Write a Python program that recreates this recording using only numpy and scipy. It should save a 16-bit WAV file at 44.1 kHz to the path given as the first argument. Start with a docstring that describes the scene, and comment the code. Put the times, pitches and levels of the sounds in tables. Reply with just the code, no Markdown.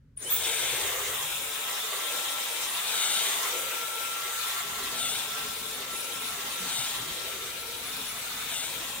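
"""A low rumble and drone are heard first, then a click and the chirp of a hair dryer being switched on.
Its motor runs up, whining at once, eight and twelve times its turning rate; turbulence roars in the duct
and swells as the nozzle is waved about a head of long hair in a soft bedroom. Shaped noise makes the air,
phase summed from motor speed makes the tones, and two microphone ports have each their treble colour."""
import sys
import numpy as np
from scipy import signal
from scipy.fft import rfft, irfft
from scipy.io import wavfile
from scipy.ndimage import map_coordinates

SR = 44100
rng = np.random.default_rng(int(sys.argv[2]) if len(sys.argv) > 2 else 0)


def store_wav(level_fs):
    """Save 16-bit WAV to argv[1]."""
    pcm = np.round(np.clip(np.atleast_2d(level_fs), -1, 1) * 32767)
    wavfile.write(sys.argv[1], SR, pcm.T.astype(np.int16))


N = 396900
TIME_S = np.arange(N) / SR
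HZ = np.maximum(np.fft.rfftfreq(N, 1 / SR), 1)
SIDES = np.array([[1], [-1]])   # left, right


def amp(db):
    """Decibel law: twenty decibels are a tenfold amplitude."""
    return 10 ** (np.asarray(db) / 20)


def rms_one(x):
    """Normalisation: scale to a root-mean-square of 1."""
    return x / np.sqrt(np.mean(x ** 2) + 1e-20)


def in_time(rows):
    """Linear interpolation: the columns of a time table at every sample."""
    s, *columns = np.transpose(rows)
    return [np.interp(TIME_S, s, c) for c in columns]


def at_hz(points, hz):
    """Logarithmic pitch scale: a spectrum table read along log frequency."""
    table = np.array(points)
    return np.interp(np.log(hz), np.log(table[:, 0]), table[:, 1])


def drift(rate_hz):
    """Low-pass noise: a random fluctuation of spread 1, slowed by two equal poles."""
    r = np.exp(-80 * np.pi * rate_hz / SR)   # one step is 40 samples
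    white = rng.standard_normal(N // 40 + 2002)
    slow = signal.lfilter([1], [1, -2 * r, r * r], white)[2000:]
    return np.interp(np.arange(N) / 40, np.arange(len(slow)), rms_one(slow))


def bell(hz, width_hz):
    """Resonance curve: 1 at the centre, half at the edges of the width."""
    return 1 / (1 + (2 * (HZ - hz) / width_hz) ** 2)


def resonate_twice(x, hz, width_hz):
    """Damped resonance: a pole pair rings at one frequency, applied twice for steeper skirts."""
    r = np.exp(-np.pi * width_hz / SR)
    for twice in range(2):
        x = signal.lfilter([1, 0, -1], [1, -2 * r * np.cos(2 * np.pi * hz / SR), r * r], x)
    return x


# coherence of the two ports: (frequency [Hz], left-right correlation [-1 to 1])
PORT_LIKENESS = [(60, 1), (120, 1), (240, 0.94), (480, 0.79), (950, 0.52), (1890, 0.37), (3770, 0.043),
                 (7520, 0.087), (15000, 0.01)]


def stereo_noise(colour_db):
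    """Spatial coherence: spectra of two noises, alike in the bass and nearly unrelated in the treble."""
    mid, side = rfft(rng.standard_normal((2, N)))
    alike = np.clip(at_hz(PORT_LIKENESS, HZ), -1, .97)
    return amp(colour_db) * (np.sqrt(1 + alike) * mid + np.sqrt(1 - alike) * side * SIDES)


WAVING_HZ = 2.0   # how fast the pattern of reflections shifts


def reflections(x, t60_s, echo_db, count):
    """Reverberation: direct sound plus dying echo patterns, reweighted slowly as the dryer moves."""
    weights = np.array([drift(WAVING_HZ) for k in range(count)])
    weights = weights / np.sqrt(np.sum(weights ** 2, axis=0))
    decay = amp(-60 * TIME_S / t60_s)
    heard, out = rfft(x), x
    for weight in weights:
        echoes = irfft(stereo_noise(0), N) * decay
        response = rfft(echoes) / np.sqrt(2 * np.sum(decay ** 2))
        out = out + amp(echo_db) * weight * irfft(heard * response, N)
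    return out / np.sqrt(1 + amp(2 * echo_db))


def tone(phase, level_db, fade_db, rate_hz, left_db, lead_rad=0):
    """Multipath interference: strength and phase waver in each port as the paths through the room change."""
    ports = []
    for side in SIDES:
        strength = amp(fade_db * drift(rate_hz))
        ports.append(strength * np.sin(phase + lead_rad * side / 2 + fade_db / 4 * drift(rate_hz)))
    return rms_one(np.array(ports)) * amp(level_db + left_db * SIDES / 2)


# low end, before the rumble wavers: (time [s], hum bands [dB rms], broad rumble [dB rms])
RUMBLE_LEVELS = [(0, -57, -70), (.45, -59, -68), (1, -56, -61), (1.4, -59, -76), (1.58, -66, -71),
                 (2.9, -70, -62), (3.2, -67, -59), (3.55, -68, -66), (4.6, -64, -67.5), (4.66, -63, -56.5),
                 (5.2, -60.5, -56.5), (6.5, -66, -55.5), (7.2, -55.5, -58), (7.3, -60, -61), (9, -60, -55)]
# spectrum of the rumble, cut a further 60 dB above 400 Hz: (frequency [Hz], relative level [dB])
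RUMBLE_SPECTRUM = [(20, -20), (40, -0.5), (80, -7), (130, -1), (200, 1), (280, 3.5), (320, -48), (400, -32)]
# hum resonances: (centre [Hz], width [Hz], relative level [dB])
HUM_BANDS = [(44, 13, -1.5), (77.6, 16, -0.5), (123, 35, -2.5), (152.6, 11, 0)]
# spectrum of the room and microphone hiss: (frequency [Hz], relative level [dB])
HUSH_SPECTRUM = [(200, -15), (300, -26), (380, -5), (470, -8), (560, -11), (700, -23), (1500, -16),
                 (2500, -23), (16000, -37)]
HUSH_DB = -75.5   # rms


def room():
    """Filtered noise: resonant hum bands, a wavering broad rumble and a steady faint hush."""
    hum_db, rumble_db = in_time(RUMBLE_LEVELS)
    bands = sum(amp(db) * bell(hz, width) for hz, width, db in HUM_BANDS)
    hum = rms_one(irfft(stereo_noise(0) * bands, N))
    rumble = rms_one(irfft(stereo_noise(at_hz(RUMBLE_SPECTRUM, HZ) - 60 * (HZ > 400)), N))
    hush = rms_one(irfft(stereo_noise(at_hz(HUSH_SPECTRUM, HZ)), N))
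    return hum * amp(hum_db) + rumble * amp(rumble_db + 2.4 * drift(5.0)) + hush * amp(HUSH_DB)


# low drone, before it wavers: (time [s], frequency [Hz], fundamental [dB rms], octave [dB rms])
DRONE_COURSE = [(0, 77.2, -66, -70), (.35, 78.7, -59, -64), (.6, 75, -62, -75), (.8, 74.2, -75, -78),
                (1.1, 78.2, -71, -75), (1.45, 79.5, -66, -75), (1.6, 81, -88, -90), (9, 79.8, -88, -90)]


def drone():
    """Harmonic pair: a sine and its octave waver gently together, the same in both ports."""
    hz, db, octave_db = in_time(DRONE_COURSE)
    phase = 2 * np.pi * np.cumsum(hz) / SR
    pair = amp(db) * np.sin(phase) + amp(octave_db) * np.sin(2 * phase)
    return np.sqrt(2) * amp(1.5 * drift(3.2)) * pair


DRIVE_START_S, DRIVE_ATTACK_S = 0.162, 0.014
DRIVE_CHIRP_DB, DRIVE_CHIRP_S = -35, .015   # start level and time constant of the chirp's decay
DRIVE_HOLD_DB, DRIVE_FADE_FROM_S, DRIVE_FADE_DB_PER_S = -42.5, 0.41, 220


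def drive_level():
    """Attack and decay: an opening chirp dies to a hold, which then fades."""
    since = TIME_S - DRIVE_START_S
    chirp = amp(DRIVE_CHIRP_DB) * np.exp(-np.maximum(since - DRIVE_ATTACK_S, 0) / DRIVE_CHIRP_S)
    hold = amp(DRIVE_HOLD_DB - DRIVE_FADE_DB_PER_S * np.maximum(TIME_S - DRIVE_FADE_FROM_S, 0))
    return np.clip(since / DRIVE_ATTACK_S, 0, 1) ** 3 * np.maximum(chirp, hold)


DRIVE_HZ, DRIVE_WIDTH_HZ = 9400, 350


def drive():
    """Narrow-band noise: the motor drive's switching whine is rough, and stronger on the left."""
    noise = rng.standard_normal((2, N))
    noise[1] += 0.38 * noise[0]
    whine = resonate_twice(noise, DRIVE_HZ, DRIVE_WIDTH_HZ)
    return np.array([rms_one(port) for port in whine]) * drive_level() * amp(3.3 * SIDES)


# slider click: (time [s], nominal level [dB])
SWITCH_CLICKS = [(0.164, -49)]


def switch():
    """Impulsive excitation: a thin plastic tick is a few ms of dying treble noise."""
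    out = np.zeros((2, N))
    for s, db in SWITCH_CLICKS:
        treble = np.diff(rng.standard_normal((2, 443)), 2)   # differencing favours the treble
        tick = treble * np.exp(-np.arange(441) / SR / .002)
        start = round(s * SR)
        out[:, start:start + 441] += amp(db) * tick / 4
    return out


# motor speed, running up, then sagging when the air meets resistance: (time [s], speed [turns/s])
MOTOR_SPEED = [(.17, 170), (.232, 585), (.288, 948), (.303, 1050), (.325, 1250), (.34, 1300), (.36, 1315),
               (.5, 1322), (.65, 1338), (1.25, 1342.5), (1.36, 1319), (1.48, 1311.6), (1.62, 1322.5),
               (1.8, 1340.5), (2.33, 1343.3), (2.55, 1335.4), (3.05, 1350), (3.95, 1351.2), (4.4, 1349.5),
               (5.9, 1350.5), (6.8, 1348.3), (7.95, 1351.4), (8.1, 1338.5), (8.4, 1337.5), (9, 1340.5)]
FULL_TURNS = 1345   # turns per s at full speed


def speed():
    """Rotation rate: turns per second, nought until the first row of the table."""
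    turns, = in_time(MOTOR_SPEED)
    return turns * (TIME_S > MOTOR_SPEED[0][0])


# passes of the nozzle: (centre [s], length [s], beam gain [dB], boom of the barrel that follows [dB])
NOZZLE_SWINGS = [(0.544, 0.94, 4, 6.5), (3.086, 0.85, 5, 3.5), (5.07, 0.42, 6, 0.5), (6.795, 0.41, 5, -1),
                 (8.592, 0.31, 6, 2.5)]
AIM_AWAY_DB = -1.14   # between swings


def aim():
    """Directivity: the beam's gain in dB rises in a smooth bump as the nozzle swings past."""
    gain_db = AIM_AWAY_DB
    for s, length, db, boom_db in NOZZLE_SWINGS:
        gain_db = gain_db + db * np.cos(np.pi * np.clip((TIME_S - s) / length, -.5, .5)) ** 2
    return gain_db


# after a swing the intake faces the ports and the barrel booms, then it tips away
BOOM_AFTER_S, BOOM_RISE_DB_PER_S, BOOM_SAG_DB_PER_S, BOOM_LEAST_DB = 0.4, 13, 4.5, -11.5


def boom():
    """Cavity resonance: the barrel's boom, in dB, rises around each swing's end and then sags."""
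    peaks = []
    for s, length, db, boom_db in NOZZLE_SWINGS:
        late = TIME_S - s - BOOM_AFTER_S
        peaks.append(boom_db + np.minimum(BOOM_RISE_DB_PER_S * late, -BOOM_SAG_DB_PER_S * late))
    return np.maximum(np.max(peaks, axis=0), BOOM_LEAST_DB)


LEFT_LEAD_S = .00007   # the straight sound reaches the left port first
# bounce off a near surface, later as the nozzle swings out
BOUNCE_S, BOUNCE_S_PER_DB, BOUNCE_DB = .0011, .00007, -3.0
BEAM_TOP_HZ = 10000   # above this the two ports hear unrelated parts of the jet


def beam(colour_db, aim_db):
    """Comb filtering: one jet noise meets its bounce, whose moving delay draws sliding fringes."""
    jet = rng.standard_normal(N)
    late = np.arange(N) - SR * (BOUNCE_S + BOUNCE_S_PER_DB * aim_db)
    bounce = map_coordinates(jet, [late], order=3, mode="wrap")
    jet = rms_one(jet + amp(BOUNCE_DB) * bounce)
    lead = np.exp(1j * np.pi * HZ * LEFT_LEAD_S * SIDES)
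    shared = 1 / (1 + (HZ / BEAM_TOP_HZ) ** 12)
    apart = np.sqrt(1 - shared) * stereo_noise(colour_db)
    return irfft(np.sqrt(2 * shared) * rfft(jet) * lead * amp(colour_db) + apart, N)


# broad spectrum of the turbulence: (frequency [Hz], relative level [dB])
ROAR_SPECTRUM = [(120, -54), (200, -14.5), (310, -15.5), (500, -7.5), (820, -2.5), (1100, 0.5), (1700, -1),
                 (2200, 0.5), (3300, 0), (4000, -3.5), (4500, -5.5), (5000, -5), (5600, -4), (6400, -2),
                 (7400, -1), (8900, -4.5), (10000, -6.5), (11500, -6.5), (13500, -4.5), (14800, -3.5),
                 (15500, -2), (16000, -16)]
# duct resonances: (centre [Hz], width [Hz], gain [dB])
DUCT_RESONANCES = [(434, 273, 9.5), (3710, 930, 7), (8970, 1150, 3), (14500, 1200, 0.5)]
# treble colour of the ports: (frequency [Hz], left minus right [dB])
PORT_COLOUR = [(210, 0), (330, 2.5), (770, -0.5), (1800, 2.5), (3000, 3.5), (4200, 2.5), (5200, 0.5),
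               (6400, -0.5), (7400, -1.5), (8300, 9.5), (9300, 9.5), (10500, 4), (12000, 2.5), (15000, 1.5)]


def air_colour():
    """Source and filter: the turbulent spectrum, raised by the duct and coloured by each port, in dB."""
    duct_db = sum(db * bell(hz, width) for hz, width, db in DUCT_RESONANCES)
    return at_hz(ROAR_SPECTRUM, HZ) + duct_db + at_hz(PORT_COLOUR, HZ) * SIDES / 2


NEAR_T60_S, NEAR_DB = 0.098, -3   # reflections off head, hair and hand
BEAM_SHARE, BEAM_PER_DB = .12, .16   # energy straight from the nozzle, and its growth per dB of aim


def turbulence(aim_db):
    """Direct and scattered fields: their energy balance follows the aim; rms 1 in 11-15.5 kHz."""
    colour_db = air_colour()
    scattered = reflections(irfft(stereo_noise(colour_db), N), NEAR_T60_S, NEAR_DB, count=3)
    straight = np.clip(BEAM_SHARE + BEAM_PER_DB * aim_db, 0, .9)
    noise = rfft(np.sqrt(1 - straight) * scattered + np.sqrt(straight) * beam(colour_db, aim_db))
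    treble = irfft(noise * (HZ > 11000) * (HZ < 15500), N)
    return noise / np.sqrt(np.mean(treble ** 2))


FLOW_POWER = 1.32   # the roar's amplitude grows with this power of motor speed
# air at full speed, before aim and flicker: (time [s], hiss [dB], body of the roar over the hiss [dB])
AIR_FLOW = [(.2, -39.5, -6.5), (.23, -36.5, -7), (.26, -35, -10.5), (.29, -40.5, -2), (.32, -43.5, 2.5),
            (.38, -42, 0.5), (.45, -41, 2), (.9, -38.5, 1.5), (1.55, -42.5, 2.5), (2.3, -37.5, -1.5),
            (2.82, -43.5, 4), (3.3, -40, 3.5), (3.55, -38, 0.5), (3.87, -42.5, 2.5), (4.35, -44, 4.5),
            (4.6, -44.5, 6.5), (4.66, -42, -0.5), (5.2, -39.5, -1), (5.5, -43, 0), (5.85, -41.5, -3),
            (6.3, -41, -1), (6.9, -42, 0.5), (7.1, -41.5, -1.5), (7.55, -42, -2.5), (8, -41, -2),
            (8.35, -44, 2), (9, -42.5, -0.5)]
# slow change of colour: (time [s], level of the dip near 5 kHz [dB], level near 350 Hz [dB])
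AIR_SHADE = [(.2, 1, 4.5), (.45, -3, 9.5), (.7, -1.5, 6), (1.2, -8.5, 0.5), (1.9, -1, -1.5), (2.3, -3, -11),
             (3, 1.5, 7.5), (3.6, -2.5, 0), (4.6, 1, 1), (5.5, 1.5, 4.5), (6.6, 2.5, 1), (7.6, 3.5, 3.5),
             (9, 0, 3)]
# how far each frequency follows the body column: (frequency [Hz], share [ratio])
BODY_WEIGHT = [(500, 0), (800, 1), (1800, 1), (3000, 1), (4320, 0.97), (5440, 0.8), (7000, 0.98),
               (11000, 0.99)]
# how far it follows the boom: (frequency [Hz], share [ratio])
BOOM_WEIGHT = [(200, 0), (330, 0), (480, 1), (650, 0), (900, 0)]
# how far it follows the dip column of the shade: (frequency [Hz], share [ratio])
DIP_WEIGHT = [(3400, 0.15), (4320, 0.74), (5440, 0.27), (6850, 0.013)]
# how far it follows the low column of the shade: (frequency [Hz], share [ratio])
LOW_WEIGHT = [(250, 0.056), (340, 0.72), (430, 0.57), (540, 0)]
# how far the left port follows the aim: (frequency [Hz], share [ratio])
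LEFT_AIM_WEIGHT = [(900, 0), (2300, 0.23), (3430, 0.91), (4320, 0.73), (5440, 0.47), (6850, 1.5),
                   (8640, 1.58), (10880, 0.1), (13700, 0)]
# how far the right port follows the aim: (frequency [Hz], share [ratio])
RIGHT_AIM_WEIGHT = [(900, 0), (2300, 0.13), (3430, 0.62), (4320, 0.79), (5440, 0.43), (6850, 0.53),
                    (8640, 0.35), (10880, 0.51), (13700, 0)]
# the low roar is the more ragged: (frequency [Hz], share of the flicker [ratio])
FLICKER_WEIGHT = [(300, 2.1), (1500, 1.2), (2500, 1.3), (6000, 1.7), (12000, 0.21)]
# colour while the flow is still thin, gone once it has built: (frequency [Hz], gain [dB])
THIN_FLOW_COLOUR = [(500, 4), (900, -2), (1500, 1), (2150, 5), (2720, -5), (3430, -4), (4320, 0), (5440, 0),
                    (7000, 1)]
THIN_UNTIL_S, THIN_FADE_S = 0.265, 0.033


def air(flicker_db, gust_db):
    """Aerodynamic noise: level grows as a power of speed, and each third of an octave has its own swell."""
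    aim_db = aim()
    noise = turbulence(aim_db)
    hiss_db, body_db = in_time(AIR_FLOW)
    hiss_db = hiss_db + 20 * FLOW_POWER * np.log10(speed() / FULL_TURNS + 1e-3)
    # level curves are kept at every 50th sample
    curves = [hiss_db, body_db, boom(), aim_db, *in_time(AIR_SHADE), gust_db * drift(6)]
    hiss_db, body_db, boom_db, aim_db, dip_db, low_db, gust = [curve[::50] for curve in curves]
    thin = np.clip(1 - (TIME_S[::50] - THIN_UNTIL_S) / THIN_FADE_S, 0, 1)
    place = 3 * np.log2(HZ / 170)   # thirds of an octave above 170 Hz
    out = np.zeros((2, N))
    for k in range(21):
        window = np.cos(np.pi / 2 * np.clip(place - k, -1, 1)) ** 2   # overlapping bands sum to one
        hz = 170 * 2 ** (k / 3)
        swell_db = hiss_db + gust + at_hz(THIN_FLOW_COLOUR, hz) * thin
        swell_db = swell_db + at_hz(BOOM_WEIGHT, hz) * boom_db + at_hz(BODY_WEIGHT, hz) * body_db
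        swell_db = swell_db + at_hz(DIP_WEIGHT, hz) * dip_db + at_hz(LOW_WEIGHT, hz) * low_db
        swell_db = swell_db + flicker_db * at_hz(FLICKER_WEIGHT, hz) * drift(18.3)[::50]
        band = irfft(noise * window, N)
        for port, weight in enumerate([LEFT_AIM_WEIGHT, RIGHT_AIM_WEIGHT]):
            gain = amp(swell_db + at_hz(weight, hz) * aim_db)
            out[port] += np.interp(np.arange(N), 50 * np.arange(len(gain)), gain) * band[port]
    return out


# twelve-per-turn whistle of the run-up, before reflections: (time [s], level [dB rms])
WHISTLE_LEVEL = [(.18, -80), (.212, -67), (.222, -43), (.243, -39.5), (.255, -41), (.295, -36.5),
                 (.304, -27), (.328, -20), (.345, -27), (.37, -40), (.5, -80)]
# once-per-turn tone: (time [s], level [dB rms], left minus right [dB])
FIRST_TONE_LEVEL = [(.2, -80, 0), (.235, -68, 0), (.26, -57, 0), (.275, -52, 0), (.295, -56, 0),
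                    (.32, -50, -2), (0.4, -53, -0.5), (0.47, -56, 4), (2.38, -44, 4), (2.67, -55, -5),
                    (2.79, -48, 5.5), (2.87, -54, -2.5), (2.96, -42, -2.0), (3.1, -47, 0), (3.18, -40, -2),
                    (3.29, -52, 0), (3.45, -44, 0), (3.66, -45, 0), (3.8, -39, 0), (4.4, -40.5, 4),
                    (4.52, -47, 1), (4.59, -38, 2), (4.64, -44, 1), (4.98, -43.5, -1), (5.19, -50, 0),
                    (5.36, -42, -1), (5.57, -49.5, 5), (6.29, -46, 4), (6.67, -48.5, -6), (7.25, -51, 11),
                    (8.09, -53.5, 1), (8.18, -51, -10), (8.26, -62, 4.5), (8.4, -50, -9), (8.47, -58, 4.0),
                    (8.71, -55, -0.5), (8.81, -51.5, 7.5), (9.0, -58, -2.5)]
# eight-per-turn tone, before its gate near full speed: (time [s], level [dB rms], left minus right [dB])
EIGHTH_TONE_LEVEL = [(0.4, -69, 6), (0.48, -65, 3), (0.54, -51, 5), (0.74, -48, 9), (0.84, -61, 5),
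                     (1.0, -55, -1), (1.26, -46, -2), (1.38, -47, 10), (1.5, -48, 9), (1.56, -58, 8),
                     (1.62, -53, 8), (1.7, -59, 8), (1.8, -45, 5), (1.86, -56, 4), (1.93, -43, 2),
                     (2.1, -52, -3), (2.3, -49, 2), (2.46, -69, 4), (2.54, -48, 9), (2.66, -50, -1),
                     (2.74, -35.5, 1), (2.86, -57, 4), (3.0, -45, 4), (3.1, -56, -2), (3.24, -45, -3),
                     (3.42, -44, 11), (3.52, -50, 7), (3.62, -45, 10), (3.68, -63, 8), (3.8, -55, 7),
                     (3.9, -49, 7), (4.13, -53, 2), (4.2, -69, 4), (4.48, -41, -4), (4.64, -53, 2),
                     (5.1, -49, 9), (5.4, -63, 2), (5.56, -51, 11), (5.75, -46, 9), (5.87, -58, 2),
                     (5.98, -38.5, 6), (6.2, -50, 10), (6.29, -41, 15), (6.38, -55, 5), (6.54, -44, -3),
                     (6.82, -60, -1), (6.96, -43, 8), (7.06, -57, 15), (7.22, -53, 2), (7.28, -65, 4),
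                     (7.4, -49, 6), (7.5, -60, 4), (7.62, -50, 12.5), (7.95, -48.5, 9), (8.12, -46, 10),
                     (8.3, -54, 6), (8.37, -46, 2), (8.55, -53, 4), (8.64, -60, 3), (8.68, -48, 3),
                     (8.72, -62, 2), (8.8, -51, 2), (8.94, -58, 0), (9, -48, 0)]
TONES_FROM, TONES_OVER = .95, .025   # shares of full speed over which the eighth tone comes in
ROOM_T60_S, ROOM_DB = .25, 1.0   # reflections off the walls


def motor():
    """Rotational harmonics: unbalance once a turn, pole and blade tones at eight and twelve a turn."""
    turns = speed()
    first_db, first_left_db = in_time(FIRST_TONE_LEVEL)
    eighth_db, eighth_left_db = in_time(EIGHTH_TONE_LEVEL)
    whistle_db, = in_time(WHISTLE_LEVEL)
    phase = 2 * np.pi * np.cumsum(turns) / SR
    first = tone(phase, first_db, 2.8, rate_hz=16.0, left_db=first_left_db)
    eighth = tone(8 * phase, eighth_db, 3.4, rate_hz=20.0, left_db=eighth_left_db, lead_rad=1.15)
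    whistle = tone(12 * phase, whistle_db, 2.0, rate_hz=40.0, left_db=.5, lead_rad=1.5)
    settled = np.clip((turns / FULL_TURNS - TONES_FROM) / TONES_OVER, 0, 1)
    return first + eighth * settled + reflections(whistle * (turns > 0), ROOM_T60_S, ROOM_DB, count=1)


# narrow howl of the air path while the flow builds: (time [s], frequency [Hz], level [dB rms])
HOWL_COURSE = [(.225, 2980, -70), (.245, 3000, -49), (.256, 3000, -53), (.265, 3020, -44), (.28, 3060, -41),
               (.293, 3060, -44), (.298, 3540, -42), (.315, 3560, -42), (.328, 3360, -39), (.35, 3400, -44),
               (.42, 3500, -70), (.5, 3500, -100)]


def howl():
    """Flow-excited resonance: a rough, wavering near-tone hops in frequency as the flow builds."""
    hz, level_db = in_time(HOWL_COURSE)
    phase = 2 * np.pi * np.cumsum(hz) / SR
    return tone(phase, level_db, 3.6, rate_hz=41.0, left_db=-3.0) * (speed() > 0)


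# narrow bands of the nozzle: (centre [s], length [s], frequency [Hz], level before swell and flicker [dB rms])
NOZZLE_RINGS = [(0.588, .6, 3540, -40), (0.662, .56, 2150, -43), (0.597, .5, 2650, -48),
                (.75, .8, 4050, -55), (1.702, 1.4, 3740, -51), (2.85, .4, 3700, -43), (3.15, .5, 3610, -40),
                (5.068, 0.19, 3500, -45), (6.796, 0.27, 3730, -47), (8.548, .35, 3670, -47)]
NOZZLE_WIDTH_HZ, NOZZLE_FLICKER_DB = 380, 1.5


def nozzle():
    """Resonance under broadband excitation: air noise rings in narrow bands that swell, die and flicker."""
    out = np.zeros((2, N))
    mix = np.array([[1, 0.54, 0.2], [1, 0.25, 0.39]])   # each port's share of three noises
    for s, length, hz, db in NOZZLE_RINGS:
        near = slice(max(int((s - length / 2) * SR), 0), int((s + length / 2) * SR))
        t = TIME_S[near]
        ring = resonate_twice(mix @ rng.standard_normal((3, len(t))), hz, NOZZLE_WIDTH_HZ)
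        swell = np.sqrt(np.abs(np.cos(np.pi * (t - s) / length)))
        out[:, near] += amp(db) * rms_one(ring) * swell
    return out * amp(NOZZLE_FLICKER_DB * drift(15.0))


# soft low thuds: (time [s], level before onset and decay [dB], frequency [Hz])
SOFT_THUDS = [(0.625, -43, 131), (0.715, -44, 132), (0.819, -47, 94.5), (5.321, -50, 140),
              (6.601, -38.5, 183), (6.783, -40.5, 127), (6.994, -41, 126), (7.085, -47, 160)]
THUD_T60_S = 0.25


def thuds():
    """Damped oscillation: soft pushes into a low resonance, the same in both ports."""
    out, t = np.zeros(N), np.arange(SR // 4) / SR
    for s, db, hz in SOFT_THUDS:
        onset = 1 - np.exp(-t / 0.0051)
        body = np.sin(2 * np.pi * hz * t) * amp(db - 60 * t / THUD_T60_S) * onset
        start = round(s * SR)
        out[start:start + len(t)] += body
    return out


def scene():
    """Superposition: the pressures of all sources add at the two ports."""
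    still = room() + drone()
    start = drive() + switch()
    running = air(flicker_db=1.0, gust_db=.5) + motor() + howl() + nozzle()
    return still + start + running + thuds()


def record(dry):
    """Band limiting: an elliptic low-pass cuts the top steeply."""
    low_pass = signal.ellip(12, .5, 75, 15990, fs=SR, output="sos")   # ripple dB, stop-band dB, edge Hz
    return signal.sosfilt(low_pass, dry)


dry = scene()
out = record(dry)
store_wav(out)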